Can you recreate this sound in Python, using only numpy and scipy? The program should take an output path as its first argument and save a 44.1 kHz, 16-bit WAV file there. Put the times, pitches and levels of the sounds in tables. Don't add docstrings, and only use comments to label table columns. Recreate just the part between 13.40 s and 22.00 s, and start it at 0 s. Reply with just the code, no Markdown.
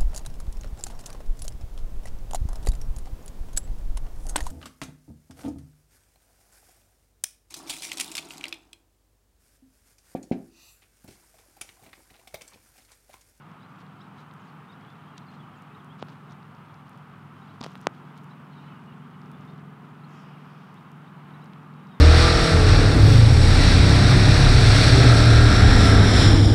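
import sys
import numpy as np
from scipy import signal
from scipy.fft import rfft, irfft, next_fast_len
from scipy.io import wavfile
from scipy.ndimage import uniform_filter1d

SR = 44100
rng = np.random.default_rng(int(sys.argv[2]) if len(sys.argv) > 2 else 0)


def wrap_up_sound(samples):
    columns = np.atleast_2d(samples).T
    tamed = np.clip(columns, -1, 1)
    steps = np.round(tamed * 32767).astype(np.int16)
    wavfile.write(sys.argv[1], SR, steps)


def attenuation_scalar(level_db):
    decades = np.asarray(level_db, float) / 20
    return 10 ** decades


N = 379260

# start_s, level_db
AIR_CARRY = [(0.0, -52.5), (1.12, -49.5), (1.58, -50), (1.98, -48), (2.25, -52.5), (2.59, -46.5),
             (3.5, -51.5), (4.43, -47), (5.22, -46), (6.15, -42), (6.6, -44.5), (7.5, -47.5), (7.95, -44.5),
             (8.6, -46)]
# start_s, level_db
DEEP_RUMBLE = [(0, 0.5), (1.2, -1), (2.3, 1.5), (3.1, 1.5), (4.2, 3), (4.8, -2.5), (6, 3.5), (7, -5.5),
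               (8.6, -3)]


def in_time(rows):
    s, *columns = np.transpose(rows)
    return [np.interp(np.arange(N) / SR, s, c) for c in columns]


def rms_one(x):
    return x / np.sqrt(np.mean(x ** 2) + 1e-20)


def drift(rate_hz):
    pole = np.exp(-80 * np.pi * rate_hz / SR)
    noise = rng.standard_normal(N // 40 + 2002)
    slow = signal.lfilter([1], [1, -2 * pole, pole * pole], noise)[2000:]
    return np.interp(np.arange(N) / 40, np.arange(len(slow)), rms_one(slow))


def coloured(x, spectrum):
    size = next_fast_len(len(x))
    hz = np.maximum(np.arange(size // 2 + 1) * SR / size, 1)
    point_hz, point_db = np.array(spectrum).T
    gain = attenuation_scalar(np.interp(np.log(hz), np.log(point_hz), point_db))
    return rms_one(irfft(rfft(x, size) * gain, size)[:len(x)])


def add(out, s, piece):
    i = int(round(s * SR))
    out[i:i + len(piece)] += piece[:N - i]


def snaps():
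    # start_s, peak_db, push_ms, flip_ms
    snap_events = [
        (2.6264, -15, 0.35, 0.13),
        (2.6855, -29.5, 0.22, 0.13),
        (4.2137, -22, 0.3, 0.13),
        (4.244, -22, 0.16, 0.043),
        (4.2505, -32, 0.27, 0.11),
        (4.268, -33, .4, 0.18),
        (4.2637, -26, 0.52, 0.033),
        (4.3548, -27, 0.17, 0.052),
        (4.4699, -8, 0.38, 0.017),
    ]
    shard_hz, shard_decay_s = 6100, 0.00013
    lead = 176
    out, t = np.zeros(N), np.arange(-lead, 530) / SR
    for s, db, push_ms, flip_ms in snap_events:
        broken = .5 + .5 * np.tanh(t / (0.0025 * flip_ms))
        bend = np.exp(-np.abs(np.minimum(t, 0) / (.9e-3 * push_ms)) ** 1.6)
        after = np.maximum(t, 0) / (0.00099 * push_ms)
        release = -np.exp(-(after / 1.67) ** 2.4)
        swing = 0.2 * after / 7.5 * np.exp(-after / 7.2) * np.cos(after / 7.1)
        shard = -.003 / flip_ms * np.sin(2 * np.pi * shard_hz * t) * np.exp(-np.abs(t) / shard_decay_s)
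        pressure = 1.21 * bend * (1 - broken) + release * broken + swing + shard
        add(out, s - lead / SR, attenuation_scalar(db) * pressure)
    return signal.sosfilt(signal.butter(2, 100, "high", fs=SR, output="sos"), out)


def knocks():
    # start_s, peak_db, pitch_hz, decay_ms
    knock_events = [(4.2096, -25, 225, 4.5), (4.2142, -32, 800, 1.5), (4.2385, -38, 1100, 2),
                    (4.2275, -39, 1200, 2), (4.2555, -39, 700, 2), (4.2329, -33, 1100, .9),
                    (4.2361, -29, 800, .8), (4.2451, -32, 900, 1.5), (4.2318, -38, 1200, 2),
                    (2.627, -36, 230, 4), (4.2222, -38, 950, 2), (2.6852, -36, 900, 1.2)]
    out, t = np.zeros(N), np.arange(1320) / SR
    for s, db, hz, decay_ms in knock_events:
        add(out, s, attenuation_scalar(db) * np.sin(2 * np.pi * hz * t) * np.exp(-1000 * t / decay_ms))
    return signal.sosfilt(signal.butter(1, 90, "high", fs=SR, output="sos"), out)


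def breaks():
    # start_s, level_db, centre_hz
    chip_events = [(.4038, -59, 5010), (0.41, -58, 4440), (.466, -53, 3780), (.776, -53, 3710),
                   (.9124, -47, 3180), (1.0206, -60, 5080), (1.45, -47.5, 2914), (1.5037, -52, 3930),
                   (2.6725, -56, 4100), (.116, -57, 5000), (8.232, -60, 4800), (2.6887, -55, 4580),
                   (2.6943, -51, 4250), (2.7015, -53, 5000), (2.9101, -55, 5500), (2.923, -50, 5600),
                   (3.0299, -53, 3970), (3.1505, -55, 4780), (3.1683, -61, 4210), (3.3433, -51, 4500),
                   (3.482, -57, 4700), (3.532, -61, 4600), (3.558, -59, 4700), (6.052, -58, 4800),
                   (6.18, -60, 4900), (6.195, -60, 4800), (4.3068, -54, 5900), (4.3315, -56, 5300),
                   (4.3781, -57, 6800), (4.408, -57, 5800), (4.4419, -57, 5200), (1.411, -58, 5000),
                   (1.556, -56, 3600), (1.62, -57, 3700), (1.64, -54, 3200), (1.917, -58, 5000),
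                   (1.954, -60, 4700), (2.669, -55, 3300), (5.8174, -51, 4500), (5.8598, -56, 5110),
                   (6.0103, -58, 6030), (6.188, -52, 3100), (6.9886, -58, 2730), (7.9079, -48, 3100),
                   (8.0591, -53, 4880), (8.135, -44.5, 3410), (8.3398, -55, 4440), (8.4711, -54, 4600)]
    # start_s, level_db, centre_hz, spread_octaves
    crack_events = [(4.2092, -43, 4800, .3), (4.7775, -51, 4200, .35), (4.2126, -37, 2600, .35),
                    (4.2135, -30, 4000, .27), (4.2395, -29, 3500, .38), (4.244, -35, 4200, .55),
                    (4.2455, -42, 3600, .5), (4.2475, -44, 4500, .25), (4.2508, -47, 3800, .35),
                    (4.2362, -45, 2600, .35), (4.2638, -35, 3500, .4), (4.355, -41, 3100, .35),
                    (2.6856, -44, 2800, .45), (1.7799, -40, 3000, .3), (1.7804, -46, 6300, .15),
                    (1.7815, -41, 3800, .45)]
    # start_s, level_db
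    fragment_events = [(2.5992, -68), (2.6145, -55), (2.6228, -47), (2.6262, -31), (4.2293, -35),
                       (4.2332, -43), (4.2312, -54), (4.2379, -52), (4.2418, -48), (4.2155, -54),
                       (4.253, -54), (4.2025, -62), (4.2548, -53), (4.2575, -56), (4.2605, -52),
                       (4.2755, -56), (4.289, -60), (4.298, -57), (4.2683, -43), (4.2785, -51),
                       (4.283, -53), (4.47, -47)]
    # start_s, level_db
    tick_events = [(.9385, -53.5), (2.2228, -54), (2.4461, -54), (3.4953, -53), (3.5759, -56),
                   (4.2638, -51), (4.2726, -61), (4.2418, -63), (4.2332, -59), (4.318, -58), (4.338, -57),
                   (4.4144, -48), (4.778, -52), (4.8362, -59), (4.843, -55), (5.44, -64), (5.9164, -52),
                   (6.055, -66), (6.066, -65), (7.3432, -55), (7.5179, -53), (7.619, -68), (8.0445, -55),
                   (2.6856, -62), (4.355, -52), (2.648, -62)]
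    rows = [(s, db, hz, 0.18) for s, db, hz in chip_events] + list(crack_events)
    for s, db in fragment_events:
        larger_db = db + 45
        rows.append((s, db, 3500 * 2 ** (-.011 * larger_db), 0.37 - .008 * larger_db))
    rows += [(s, db, 7400, .56) for s, db in tick_events]
    return sorted(rows)


def splinters():
    out, t, rows = np.zeros(N), np.arange(220) / SR, breaks()
    fracture = rng.standard_normal((len(rows), 220)) * np.exp(-t / 0.0003)
    fracture[:, 0] = 6.5
    for (s, db, hz, octaves), burst in zip(rows, fracture):
        band_hz = np.clip(hz * 2 ** (1.39 * octaves * np.array([-1, 1])), 300, .45 * SR)
        chip = signal.sosfilt(signal.butter(2, band_hz, "band", fs=SR, output="sos"), burst)
        chip += 0.0059 * np.diff(burst, prepend=0)
        add(out, s - .0003, attenuation_scalar(db + 11.5) * chip / np.sqrt(np.sum(chip ** 2)))
    return out


def gnawing():
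    # start_s, length_s, grit_db
    bout_events = [(.38, 0.046, -69), (.76, 0.074, -69), (.98, 0.15, -79), (1.778, 0.0055, -55),
                   (1.766, 0.027, -60), (1.9, 0.068, -72), (2.581, 0.052, -63.5), (2.6205, 0.006, -64),
                   (2.666, 0.098, -71), (2.89, 0.047, -69), (3.24, .1, -82), (3.46, 0.14, -96),
                   (3.95, 0.22, -79), (4.204, 0.012, -62), (4.23, 0.042, -54), (4.27, .06, -70),
                   (4.3, 0.2, -71), (4.53, 0.081, -74), (4.762, 0.033, -68), (5.99, 0.18, -82)]
    # freq_hz, density_db [dB per Hz]
    grit_spectrum = [(400, -10), (1200, -12), (2200, -1), (3200, 10.5), (4500, 4.5), (6500, -4.5),
                     (9000, -11), (15000, -28)]
    effort = np.full(N, attenuation_scalar(-75.5))
    for s, length_s, db in bout_events:
        add(effort, s, attenuation_scalar(db) * np.sin(np.linspace(0, np.pi, int(length_s * SR))) ** 0.58)
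    sizes = attenuation_scalar(5.6 * np.minimum(rng.exponential(1, N), 3)) * rng.choice([-1, 1], N)
    cracks_per_s = 4500.0 * attenuation_scalar(4.0 * drift(60))
    born = rng.random(N) < cracks_per_s / SR
    return effort * coloured(sizes * born, grit_spectrum)


def calls():
    # start_s, length_s, middle_hz, level_db
    tweet_events = [(.212, .02, 3560, -67), (.198, .016, 3800, -71), (.588, .018, 3950, -73),
                    (.604, .012, 3350, -64), (.611, .017, 3880, -62), (1.303, .016, 4050, -72),
                    (1.32, .024, 3800, -65), (2.34, .024, 3850, -67), (2.496, .035, 3300, -60.5),
                    (2.89, .016, 3800, -70), (2.915, .018, 3720, -67), (5.515, .02, 3780, -74),
                    (5.525, .015, 3080, -65), (5.19, .02, 2880, -65), (5.135, .015, 3080, -68),
                    (8.53, .015, 3850, -74), (8.58, .02, 3050, -70), (6.09, .024, 4250, -72),
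                    (6.095, .014, 5250, -76), (6.635, .019, 4120, -66), (7.67, .015, 3650, -66),
                    (7.658, .016, 4500, -74), (7.366, .018, 3680, -67), (7.933, .024, 3880, -65),
                    (4.083, .033, 3930, -69), (8.03, .015, 2800, -69)]
    # start_s, middle_hz, level_db
    whip_events = [(.212, 4850, -75), (.6, 5100, -70), (1.313, 4800, -71), (2.9, 4500, -73),
                   (3.29, 3500, -72), (4.068, 4600, -73), (4.07, 3200, -70), (4.89, 4900, -75),
                   (8.012, 5200, -75), (8.515, 4950, -78)]
    # start_s, length_s, middle_hz, level_db
    pip_events = [(5.53, .015, 4200, -75), (3.96, .04, 3100, -69), (7.765, .05, 4150, -78),
                  (5.13, .06, 4000, -75), (5.19, .015, 3800, -69), (5.565, .02, 3600, -72),
                  (5.62, .04, 3180, -71), (1.73, .021, 4000, -75), (1.808, .017, 4140, -70),
                  (1.865, .015, 4750, -72), (1.865, .015, 4450, -73), (1.879, .035, 4170, -66),
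                  (1.932, .04, 4170, -71), (1.745, .025, 2800, -69), (1.58, .03, 3050, -71),
                  (2.33, .05, 433, -58), (5.468, .05, 2900, -63), (4.015, .022, 3830, -71),
                  (4.663, .067, 3418, -73), (5.039, .015, 5100, -76), (5.18, .016, 3600, -69),
                  (5.219, .085, 3980, -75), (5.23, .03, 2935, -64), (5.272, .03, 3030, -66),
                  (5.6, .02, 2900, -66), (5.734, .025, 2960, -65), (5.99, .05, 3600, -75),
                  (6.077, .03, 3640, -66), (6.105, .04, 3620, -73), (5.35, .035, 2920, -65),
                  (5.385, .05, 2900, -71), (8.352, .06, 3840, -76), (8.415, .05, 3890, -76),
                  (8.468, .04, 3840, -75)]
    # start_s, length_s, middle_hz, level_db
    fall_events = [(1.3, .03, 3600, -70), (1.413, .024, 3350, -69), (1.992, .026, 3370, -61),
                   (2.137, .022, 3200, -64), (5.51, .025, 2780, -67), (1.91, .025, 3500, -75),
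                   (5.11, .04, 4250, -73), (5.15, .045, 3800, -72), (1.715, .03, 3000, -71),
                   (5.295, .05, 3000, -64), (5.3, .04, 2580, -68), (5.36, .03, 2750, -68),
                   (2.02, .03, 3080, -67), (1.825, .02, 3800, -76), (1.968, .015, 3800, -75),
                   (8.51, .02, 3200, -70), (8.5, .035, 3800, -72), (8.535, .065, 3620, -70),
                   (2.165, .025, 2700, -70)]
    # start_s, middle_hz, level_db
    dive_events = [
        (.995, 6500, -77),
        (1.075, 4550, -73),
        (1.04, 7000, -80),
        (2.162, 7050, -76),
        (2.388, 3450, -67),
    ]
    # start_s, length_s, middle_hz, level_db
    arch_events = [(1.28, .03, 3700, -65), (1.465, .065, 3490, -66), (1.66, .05, 3270, -67),
                   (2.295, .04, 2627, -66), (.783, .028, 4040, -67), (.226, .03, 4100, -65),
                   (4.907, .02, 4030, -63.5), (8.017, .028, 4000, -67), (5.93, .045, 3600, -68)]
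    whip_s = 0.025
    whips = [(s, whip_s, hz, db) for s, hz, db in whip_events]
    dives = [(s, whip_s, hz, db) for s, hz, db in dive_events]
    kinds = [(tweet_events, (-.09, .065)), (whips, (-.15, .11)), (pip_events, (-.012, -.004)),
             (fall_events, (.025, -.049)), (dives, (0.104, -.1)), (arch_events, (-0.073, -.004))]
    return [(s, length_s, hz * (1 + start), hz, hz * (1 + end), db)
            for rows, (start, end) in kinds for s, length_s, hz, db in rows]


def birds():
    # start_s, length_s, low_hz, high_hz, level_db
    buzz_events = [
        (6.67, .22, 4500, 7000, -72),
        (6.7, .3, 4600, 5500, -73),
        (6.95, .53, 4300, 5600, -75),
        (5.08, .3, 2400, 4300, -70),
        (6.65, 1, 2300, 3500, -71),
        (6.7, .17, 2550, 3200, -66),
        (6.8, .22, 2400, 3000, -67),
        (4.418, .022, 5400, 6500, -70),
    ]
    out, waver = np.zeros(N), 1 + .006 * drift(65)
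    for s, length_s, start_hz, mid_hz, end_hz, db in calls():
        u = np.linspace(0, 1, int(length_s * SR))
        hz = np.interp(u, [.03, .5, .97], [start_hz, mid_hz, end_hz])
        hz = hz * np.roll(waver, -int(s * SR))[:len(u)]
        add(out, s, attenuation_scalar(db + 3.5) * np.sin(np.pi * u) ** 0.42 * np.sin(2 * np.pi * np.cumsum(hz) / SR))
    out *= attenuation_scalar(1.6 * drift(90))
    for s, length_s, low_hz, high_hz, db in buzz_events:
        u = np.linspace(0, 1, int(length_s * SR))
        band = signal.butter(2, [low_hz, high_hz], "band", fs=SR, output="sos")
        buzz = rms_one(signal.sosfilt(band, rng.standard_normal(len(u))))
        add(out, s, attenuation_scalar(db) * np.sin(np.pi * u ** .75) * buzz)
    return out


def field_echo(x, db, t60_s):
    t = np.arange(int(.25 * SR)) / SR
    tail = rng.standard_normal(len(t)) * (rng.random(len(t)) < .02) * attenuation_scalar(-60 * t / t60_s)
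    return x + attenuation_scalar(db) * signal.fftconvolve(x, tail / np.sqrt(np.sum(tail ** 2)))[:N]


def engine():
    # start_s, cycles_per_s
    speed_curve = [(0, 21.5), (2, 21.25), (4.3, 20.9), (6.5, 21.15), (8.6, 21.4)]
    # multiple, level_db
    order_levels = [(1, -48), (2, -31), (3, -34), (4, -46), (5, -10.5), (6, -11), (7, 2), (8, -7),
                    (9, -3.5), (10, -11.5), (11, -9.5), (12, -9.5), (13, -19.5), (14, -26.5), (15, -27),
                    (16, -29.5), (17, -23.5), (18, -22.5), (19, -23), (20, -21.5), (21, -22)]
    upper_lift = 0.029
    pulse_spread_rad = .6
    turn = 2 * np.pi * np.cumsum(in_time(speed_curve)[0]) / SR
    carry_db = in_time(AIR_CARRY)[0]
    swell_db = uniform_filter1d(carry_db - carry_db.mean(), size=SR)
    deep_db = in_time(DEEP_RUMBLE)[0] - swell_db
    orders = np.zeros(N)
    for k, db in order_levels:
        path_db = upper_lift * max(k - 9, 0) * swell_db + (k < 6) * deep_db
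        fade_db = 1.16 * drift(0.71) + 1.66 * drift(7.8)
        phase = k * turn + 0.43 * drift(1.32) + pulse_spread_rad * k ** 2
        orders += attenuation_scalar(db + path_db + fade_db) * np.sin(phase)
    return attenuation_scalar(carry_db - 1.0) * rms_one(orders)


def road():
    # freq_hz, density_db [dB per Hz]
    roar_spectrum = [(25, -24), (55, -22), (100, -3.5), (160, 4.5), (230, -0.5), (330, -6), (560, -13.5),
                     (820, -6.5), (1250, -4), (1850, -16), (3000, -21), (4200, -34.5), (6400, -43.5)]
    roar = coloured(rng.standard_normal(N), roar_spectrum)
    low = signal.sosfiltfilt(signal.butter(2, [200, 520], "band", fs=SR, output="sos"), roar)
    rumble = signal.sosfiltfilt(signal.butter(3, 112, fs=SR, output="sos"), roar)
    carry_db = in_time(AIR_CARRY)[0]
    low_change = attenuation_scalar(0.28 * (carry_db - carry_db.mean())) - 1
    rumble_change = attenuation_scalar(in_time(DEEP_RUMBLE)[0]) - 1
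    roar = roar + low * low_change + rumble * rumble_change
    return attenuation_scalar(-52 + 3.0 + .5 * drift(3.2)) * roar


def scene():
    dog = snaps() + knocks() + splinters() + gnawing()
    far = field_echo(birds(), db=-8.5, t60_s=0.23) + engine() + road()
    return (dog + far)[None]


def duck_treble(x):
    # start_s, length_s, above_hz, loss_db
    duck_events = [
        (1.785, .006, 5000, -14),
        (2.604, .016, 7000, -12),
        (4.2165, .011, 4500, -7),
        (4.2475, .011, 9500, -14),
        (4.4625, .0045, 5200, -30),
        (4.4752, .0115, 3700, -40),
    ]
    before, after = 1764, 2646
    for s, length_s, above_hz, db in duck_events:
        i = int(s * SR)
        span = slice(i - before, i + after)
        gate = np.zeros(before + after)
        gate[before:before + int(length_s * SR)] = 1 - attenuation_scalar(db)
        treble = signal.sosfiltfilt(signal.butter(8, above_hz, "high", fs=SR, output="sos"), x[:, span])
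        loss = uniform_filter1d(gate, size=30) * treble
        x = x - np.pad(loss, ((0, 0), (span.start, N - span.stop)))
    return x


def band_limit(x):
    return signal.sosfilt(signal.butter(12, 15805, fs=SR, output="sos"), x)


def record(dry):
    # freq_hz, density_db [dB per Hz]
    hiss_spectrum = [(2000, 10.5), (6000, 0), (9500, 1.5), (11000, -6), (16000, -7)]
    # pitch_hz, level_db
    whine_tones = [(8460, -102), (9841, -98), (11280, -104), (14910, -104), (14971, -97), (15030, -97)]
    t = np.arange(N) / SR
    hiss = attenuation_scalar(-73.5) * coloured(rng.standard_normal(N), hiss_spectrum)
    whine = sum(np.sqrt(2) * attenuation_scalar(db) * np.sin(2 * np.pi * hz * t) for hz, db in whine_tones)
    x = signal.sosfilt(signal.butter(2, 60, "high", fs=SR, output="sos"), dry + hiss + whine)
    x = signal.sosfilt(signal.cheby2(16, 40, 16050, fs=SR, output="sos"), x)
    return band_limit(duck_treble(x))


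dry = scene()
out = record(dry)
wrap_up_sound(out)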